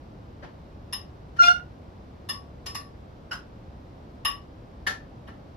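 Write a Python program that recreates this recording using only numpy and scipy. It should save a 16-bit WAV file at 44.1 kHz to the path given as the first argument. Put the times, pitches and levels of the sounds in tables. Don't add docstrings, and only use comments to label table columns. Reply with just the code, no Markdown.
import sys
import numpy as np
from scipy import signal
from scipy.fft import rfft, irfft, next_fast_len
from scipy.io import wavfile
from scipy.ndimage import uniform_filter1d

SR = 44100
rng = np.random.default_rng(int(sys.argv[2]) if len(sys.argv) > 2 else 0)


def digitize_waveform(pressure):
    field = np.atleast_2d(pressure).T
    bounded = np.clip(field, -1, 1)
    quanta = np.round(bounded * 32767).astype(np.int16)
    wavfile.write(sys.argv[1], SR, quanta)


N = 245501
SPAN = 20480

# frequency in Hz, relative density in dB.
HUM_SPECTRUM = [(12, -34), (20, -13.5), (65, 0), (210, -9), (301, -11), (422, -16.5), (558, -16.5),
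                (897, -23), (1220, -29), (1440, -32.5), (5380, -44), (7730, -59), (8650, -67.5),
                (12100, -53.5), (16000, -100.5)]
# frequency in Hz, relative density in dB.
WIDE_SPECTRUM = [(12, -36), (20, -10), (187, -7), (228, -3), (328, -4), (377, -2), (949, -6.5),
                 (1610, -13.5), (1810, -23), (4060, -26.5), (6720, -36.5), (7730, -27), (16000, -85.5)]
HUM_DB, WIDE_DB = -45, -54.5

# frequency in Hz, time to fall 60 dB in seconds.
ROOM_T60 = [(500, 0.29), (2000, 0.25), (6000, 0.21), (14000, 0.16)]
# frequency in Hz, correlation from -1 to 1.
LIKENESS = [(100, -0.16), (300, .7), (640, 0.29), (1400, -0.093), (3000, 0.51), (6800, -0.6), (10000, 0.67),
            (15000, 0.13)]
BUILD_S, EARLY_DB, EARLY_T60_S = .003, 5.5, 0.094
EVEN_HZ = 30
DIRECT_DB, WET_DB = -16.5, 3

# frequency in Hz, relative level in dB, free 60 dB decay in seconds.
BOWL_MODES = [(767, -12, 0.19), (1348, -1.5, 0.095), (1608, -5.5, 0.14), (1690, 4.5, 0.047),
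              (1762, 4.5, 0.042), (2980, 3.5, 0.014), (4460, -6, 0.024)]
# frequency in Hz, relative level in dB.
CRACK_SPECTRUM = [(300, -11.5), (800, -11), (1600, -8), (3000, -8), (5500, -5.5), (7500, -14.5),
                  (11000, -15.5), (13500, -26), (15500, -45.5)]
# time in seconds, crack level in dB, left minus right in dB,
# ring level in dB, contact time in seconds, crack tilt in dB per octave.
KNOCKS = [(0.427, -29, 3, -45.5, 0.0082, -10.5), (1.365, -33, 5, -50, 0.0023, -4),
          (4.869, -11, 3, -24.5, 0.0029, -1.5), (4.895, -20, -1, -35, 0.0048, -4),
          (5.284, -31, 2, -50, 0.0041, -10.5)]
PUSH_S = 0.00032

# frequency in Hz, relative level in dB, free 60 dB decay in seconds.
PLATE_MODES = [(1130, 3, 0.18), (1044, 5, 0.026), (1414, -3, 0.026), (1469, -3, 0.069), (1815, -0.5, 0.026),
               (1826, 0.5, 0.0494), (1890, 2.5, 0.028), (2290, -7, 0.035), (2834, 3, 0.04),
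               (2901, 4.5, 0.056), (3014, -2, 0.053), (3490, 5.5, 0.019), (3620, 2.5, 0.019),
               (4120, -12, 0.03), (5070, -3.5, 0.067), (5146, 7, 0.079), (5154, -3.5, .04),
               (6500, -22, .04), (8130, -9, 0.12), (9350, -4.5, 0.018), (9900, -12, 0.046),
               (11030, 6.5, 0.036), (11190, -8.5, 0.15), (12670, -9, .05), (13350, -12, .04),
               (14650, -11, 0.0426)]
SPOT_DRIVES = {"rim": [(1120, -1), (1400, -25.5), (1880, 0.5), (2850, 0.5), (3640, 2.5), (5100, -0.5),
               (11000, 1.5)], "edge": [(1120, -1.5), (1400, -10.5), (1880, -4), (2850, -7), (3640, -16),
               (5100, -4.5), (11000, -8.5)], "middle": [(1120, -22), (1400, 0), (1880, -34), (2850, -16),
               (3640, -37), (5100, -22), (11000, -42)]}
# time in seconds, spot struck, crack level in dB, ring level in dB,
# left minus right in dB, ring length as a share of the free plate's, treble tilt in dB per octave
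# above TILT_HZ, extra level in dB of the glassy ring around GLASSY_HZ.
TAPS = [(0.929, "rim", -21.5, -35.5, 3, 0.83, 0.77, 3), (2.292, "rim", -15.5, -36, 2.5, 1.2, 0.1, 1),
        (2.663, "edge", -13.5, -40.5, 2.5, 1.66, 0.7, .3), (2.750, "edge", -13.5, -34.5, 1.5, 0.87, 1, -2),
        (3.314, "middle", -24, -20, -.3, 0.65, 1.4, -1.3), (3.329, "middle", -19.5, -20, 2, 0.24, -12, -5),
        (4.252, "rim", -16, -26.5, 2.5, 0.77, -0.7, -0.3), (5.276, "rim", -48.5, -41, 1, 0.21, -9, -9)]
TILT_HZ, TAP_CONTACT_S = 1980, 0.00079
GLASSY_HZ, GLASSY_OCTAVES = 5130, .15

# time in seconds, slips per second in Hz, relative level in dB.
SQUEAK_COURSE = [(1.382, 1420, -62), (1.392, 1423, -21), (1.408, 1411, -11), (1.423, 1392, -18.5),
                 (1.465, 1386, -20.5), (1.481, 1411, -12.5), (1.503, 1425, -15), (1.522, 1440, -21),
                 (1.543, 1447, -33), (1.598, 1468, -43.5)]
# multiple of the slip rate, relative level in dB.
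OVERTONES = [(2, -16.5), (3, -23.5), (4, -21.5), (5, -38), (6, -31), (7, -41), (8, -58), (9, -57),
             (10, -69)]
# multiple of the slip rate, relative level in dB.
HALVES = [(1.5, -23), (2.5, -17.5), (3.5, -24), (4.5, -48), (5.5, -35), (6.5, -50.5), (7.5, -48),
          (8.5, -61)]
# multiple of the slip rate, relative level in dB.
QUARTERS = [(.75, -23.5), (1.25, -48), (1.75, -20.5), (2.25, -26), (2.75, -26.5), (3.25, -30), (3.75, -22),
            (4.25, -27), (4.75, -46), (6.75, -46), (7.25, -57)]
SQUEAK_PAN_DB, SQUEAK_LAG_S, SQUEAK_WET_DB, SQUEAK_WAVER_DB, GRIT_DB = -1.5, .000465, -3.5, 3.5, -14
BITE_S, FOURS_S = (1.424, 1.472), (1.435, 1.44)
OVERTONES_DB, BITE_DB, OVERTONES_AFTER_DB = -1.5, 6, -7
HALVES_DB, HALVES_AFTER_DB, FOURS_DB, FOURS_AFTER_DB = 2.5, -9.5, 4.5, -35
UNDERTONE_DB, UNDERTONE_GROWS_DB_S = -18, 44
SETS_IN_DB_S, EASES_DB_S = 2302, 702

DIP_HZ, DIP_WIDTH_HZ, DIP_DB = 8545, 536, -22
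TOP_HZ = 15800


def undb(db):
    return 10 ** (np.asarray(db) / 20)


def unit(x):
    return x / np.sqrt(np.mean(x ** 2))


def along(table, hz):
    at, value = np.transpose(table)
    return np.interp(np.log(np.maximum(hz, 1)), np.log(at), value)


def shaped(x, gain):
    size = x.shape[-1]
    hz = np.arange(size // 2 + 1) * SR / size
    return irfft(rfft(x) * gain(hz), size)


def walk(rate, size):
    hold = int(SR / rate)
    steps = np.repeat(rng.standard_normal(size // hold + 1), hold)
    return uniform_filter1d(steps, hold)[:size] * np.sqrt(3 / 2)


def hum():
    size = next_fast_len(N)
    mid = shaped(rng.standard_normal(size), lambda f: undb(along(HUM_SPECTRUM, f)))
    side = shaped(rng.standard_normal(size), lambda f: undb(along(WIDE_SPECTRUM, f)))
    mid = unit(mid)[:N] * undb(HUM_DB)
    side = unit(side)[:N] * undb(WIDE_DB)
    return np.array([mid + side, mid - side]) * undb(0.13 * walk(2.78, N))


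def evened(x):
    spectrum = rfft(x)
    energy = uniform_filter1d(abs(spectrum) ** 2, int(EVEN_HZ * SPAN / SR), axis=-1)
    return spectrum / np.sqrt(energy + 1e-18)


def echoes():
    t = np.arange(SPAN) / SR
    noise = rng.standard_normal((2, SPAN))
    tail = 0
    for hz in 250. * 2. ** np.arange(7):
        band = shaped(noise, lambda f: np.clip(1 - abs(np.log2(np.maximum(f, 1) / hz)), 0, 1))
        tail = tail + band * undb(-60 * t / along(ROOM_T60, hz))
    build = 1 - np.exp(-(t / BUILD_S) ** 2)
    early = undb(EARLY_DB - 60 * t / EARLY_T60_S)
    tail = tail * build * (1 + early)
    mid = shaped(tail[0], lambda f: np.sqrt(1 + along(LIKENESS, f)))
    side = shaped(tail[1], lambda f: np.sqrt(1 - along(LIKENESS, f)))
    return evened(np.array([mid + side, mid - side]))


def place(out, s, sound, pan_db, direct_db, wet_db, lag_s=0.):
    direct = np.array([sound, np.roll(sound, int(lag_s * SR))])
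    wet = irfft(rfft(sound) * echoes(), SPAN)
    heard = undb(direct_db) * direct + undb(wet_db) * wet
    heard = heard * undb([[pan_db / 2], [-pan_db / 2]])
    heard = heard * np.clip(np.linspace(2, -.5, SPAN), 0, 1)
    i = int(s * SR)
    out[:, i:i + SPAN] += heard[:, :out.shape[1] - i]


def ring(modes, drive_db, free=0.67):
    t = np.arange(SPAN) / SR
    hz, db, t60 = np.transpose(modes)[:, :, None]
    detune, level_chance = rng.standard_normal((len(modes), 2)).T[:, :, None]
    sines = np.sin(2 * np.pi * hz * (1 + .001 * detune) * t)
    start_db = db + drive_db(hz) + 2.44 * level_chance
    decaying = undb(start_db - 60 * t / (free * t60)) * sines
    return np.sum(decaying, axis=0) * (1 - np.exp(-t / PUSH_S))


def crack(db, contact_s, tilt_db):
    t = np.arange(SPAN) / SR
    envelope = t / contact_s * np.exp(1 - t / contact_s)
    burst = irfft(evened(rng.standard_normal(SPAN) * envelope), SPAN) * np.sqrt(contact_s * SR)
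    colour = lambda f: undb(along(CRACK_SPECTRUM, f) + tilt_db * np.log2(np.maximum(f, 800) / 2000))
    return undb(db) * shaped(burst, colour)


def knock(crack_db, ring_db, contact_s, tilt_db):
    return ring(BOWL_MODES, lambda f: ring_db) + crack(crack_db, contact_s, tilt_db)


def tap(spot, crack_db, ring_db, free, tilt_db, glassy_db):
    def drive_db(f):
        treble_db = tilt_db * np.log2(np.maximum(f / TILT_HZ, 1))
        glassy = abs(np.log2(f / GLASSY_HZ)) < GLASSY_OCTAVES
        return ring_db + along(SPOT_DRIVES[spot], f) + treble_db + glassy_db * glassy

    return ring(PLATE_MODES, drive_db, free) + crack(crack_db, TAP_CONTACT_S, 0)


def regime(t, span_s, before_db, top_db, after_db):
    rise = np.maximum(top_db - SETS_IN_DB_S * np.maximum(span_s[0] - t, 0), before_db)
    fall = rise - EASES_DB_S * np.maximum(t - span_s[1], 0)
    return np.maximum(fall, np.minimum(rise, after_db))


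def squeak():
    s, slip_hz, level_db = np.transpose(SQUEAK_COURSE)
    t = s[0] + np.arange(SPAN) / SR
    hz, db = np.interp(t, s, slip_hz), np.interp(t, s, level_db)
    over_db = regime(t, BITE_S, OVERTONES_DB, OVERTONES_DB + BITE_DB, OVERTONES_AFTER_DB)
    half_db = regime(t, BITE_S, -40, HALVES_DB, HALVES_AFTER_DB)
    under_db = regime(t, BITE_S, -55, UNDERTONE_DB, UNDERTONE_DB)
    under_db = under_db + UNDERTONE_GROWS_DB_S * (t - BITE_S[0])
    quarter_db = regime(t, FOURS_S, -50, FOURS_DB, FOURS_AFTER_DB)
    phase = 2 * np.pi * np.cumsum(hz * (1 + .004 * walk(200, SPAN))) / SR
    grit = shaped(rng.standard_normal(SPAN), lambda f: undb(along(CRACK_SPECTRUM, f)))
    out = undb(GRIT_DB + half_db) * grit
    families = (([(1, 0.014)], 0), ([(.5, 0)], under_db), (OVERTONES, over_db),
                (HALVES, half_db), (QUARTERS, quarter_db))
    for partials, share_db in families:
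        for multiple, part_db in partials:
            waver_db = SQUEAK_WAVER_DB * min(multiple, 1) * walk(108.4, SPAN)
            sine = np.sin(multiple * phase + 2 * np.pi * rng.random())
            out = out + undb(part_db + share_db + waver_db) * sine
    return out * np.sqrt(2) * undb(db) * (t < s[-1])


def scene():
    out = hum()
    for s, crack_db, pan_db, ring_db, contact_s, tilt_db in KNOCKS:
        sound = knock(crack_db, ring_db, contact_s, tilt_db)
        place(out, s - BUILD_S, sound, pan_db, DIRECT_DB, WET_DB)
    for s, spot, crack_db, ring_db, pan_db, free, tilt_db, glassy_db in TAPS:
        sound = tap(spot, crack_db, ring_db, free, tilt_db, glassy_db)
        place(out, s - BUILD_S, sound, pan_db, DIRECT_DB, WET_DB)
    place(out, SQUEAK_COURSE[0][0], squeak(), SQUEAK_PAN_DB, 0, SQUEAK_WET_DB, SQUEAK_LAG_S)
    return out


def record(dry):
    size = next_fast_len(N)
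    padded = np.pad(dry, ((0, 0), (0, size - N)))
    dip = lambda f: undb(DIP_DB * np.exp(-((f - DIP_HZ) / DIP_WIDTH_HZ) ** 4))
    dipped = shaped(padded, dip)[:, :N]
    low_pass = signal.ellip(10, .2, 80, TOP_HZ, fs=SR, output="sos")
    return signal.sosfilt(low_pass, dipped)


dry = scene()
out = record(dry)
digitize_waveform(out)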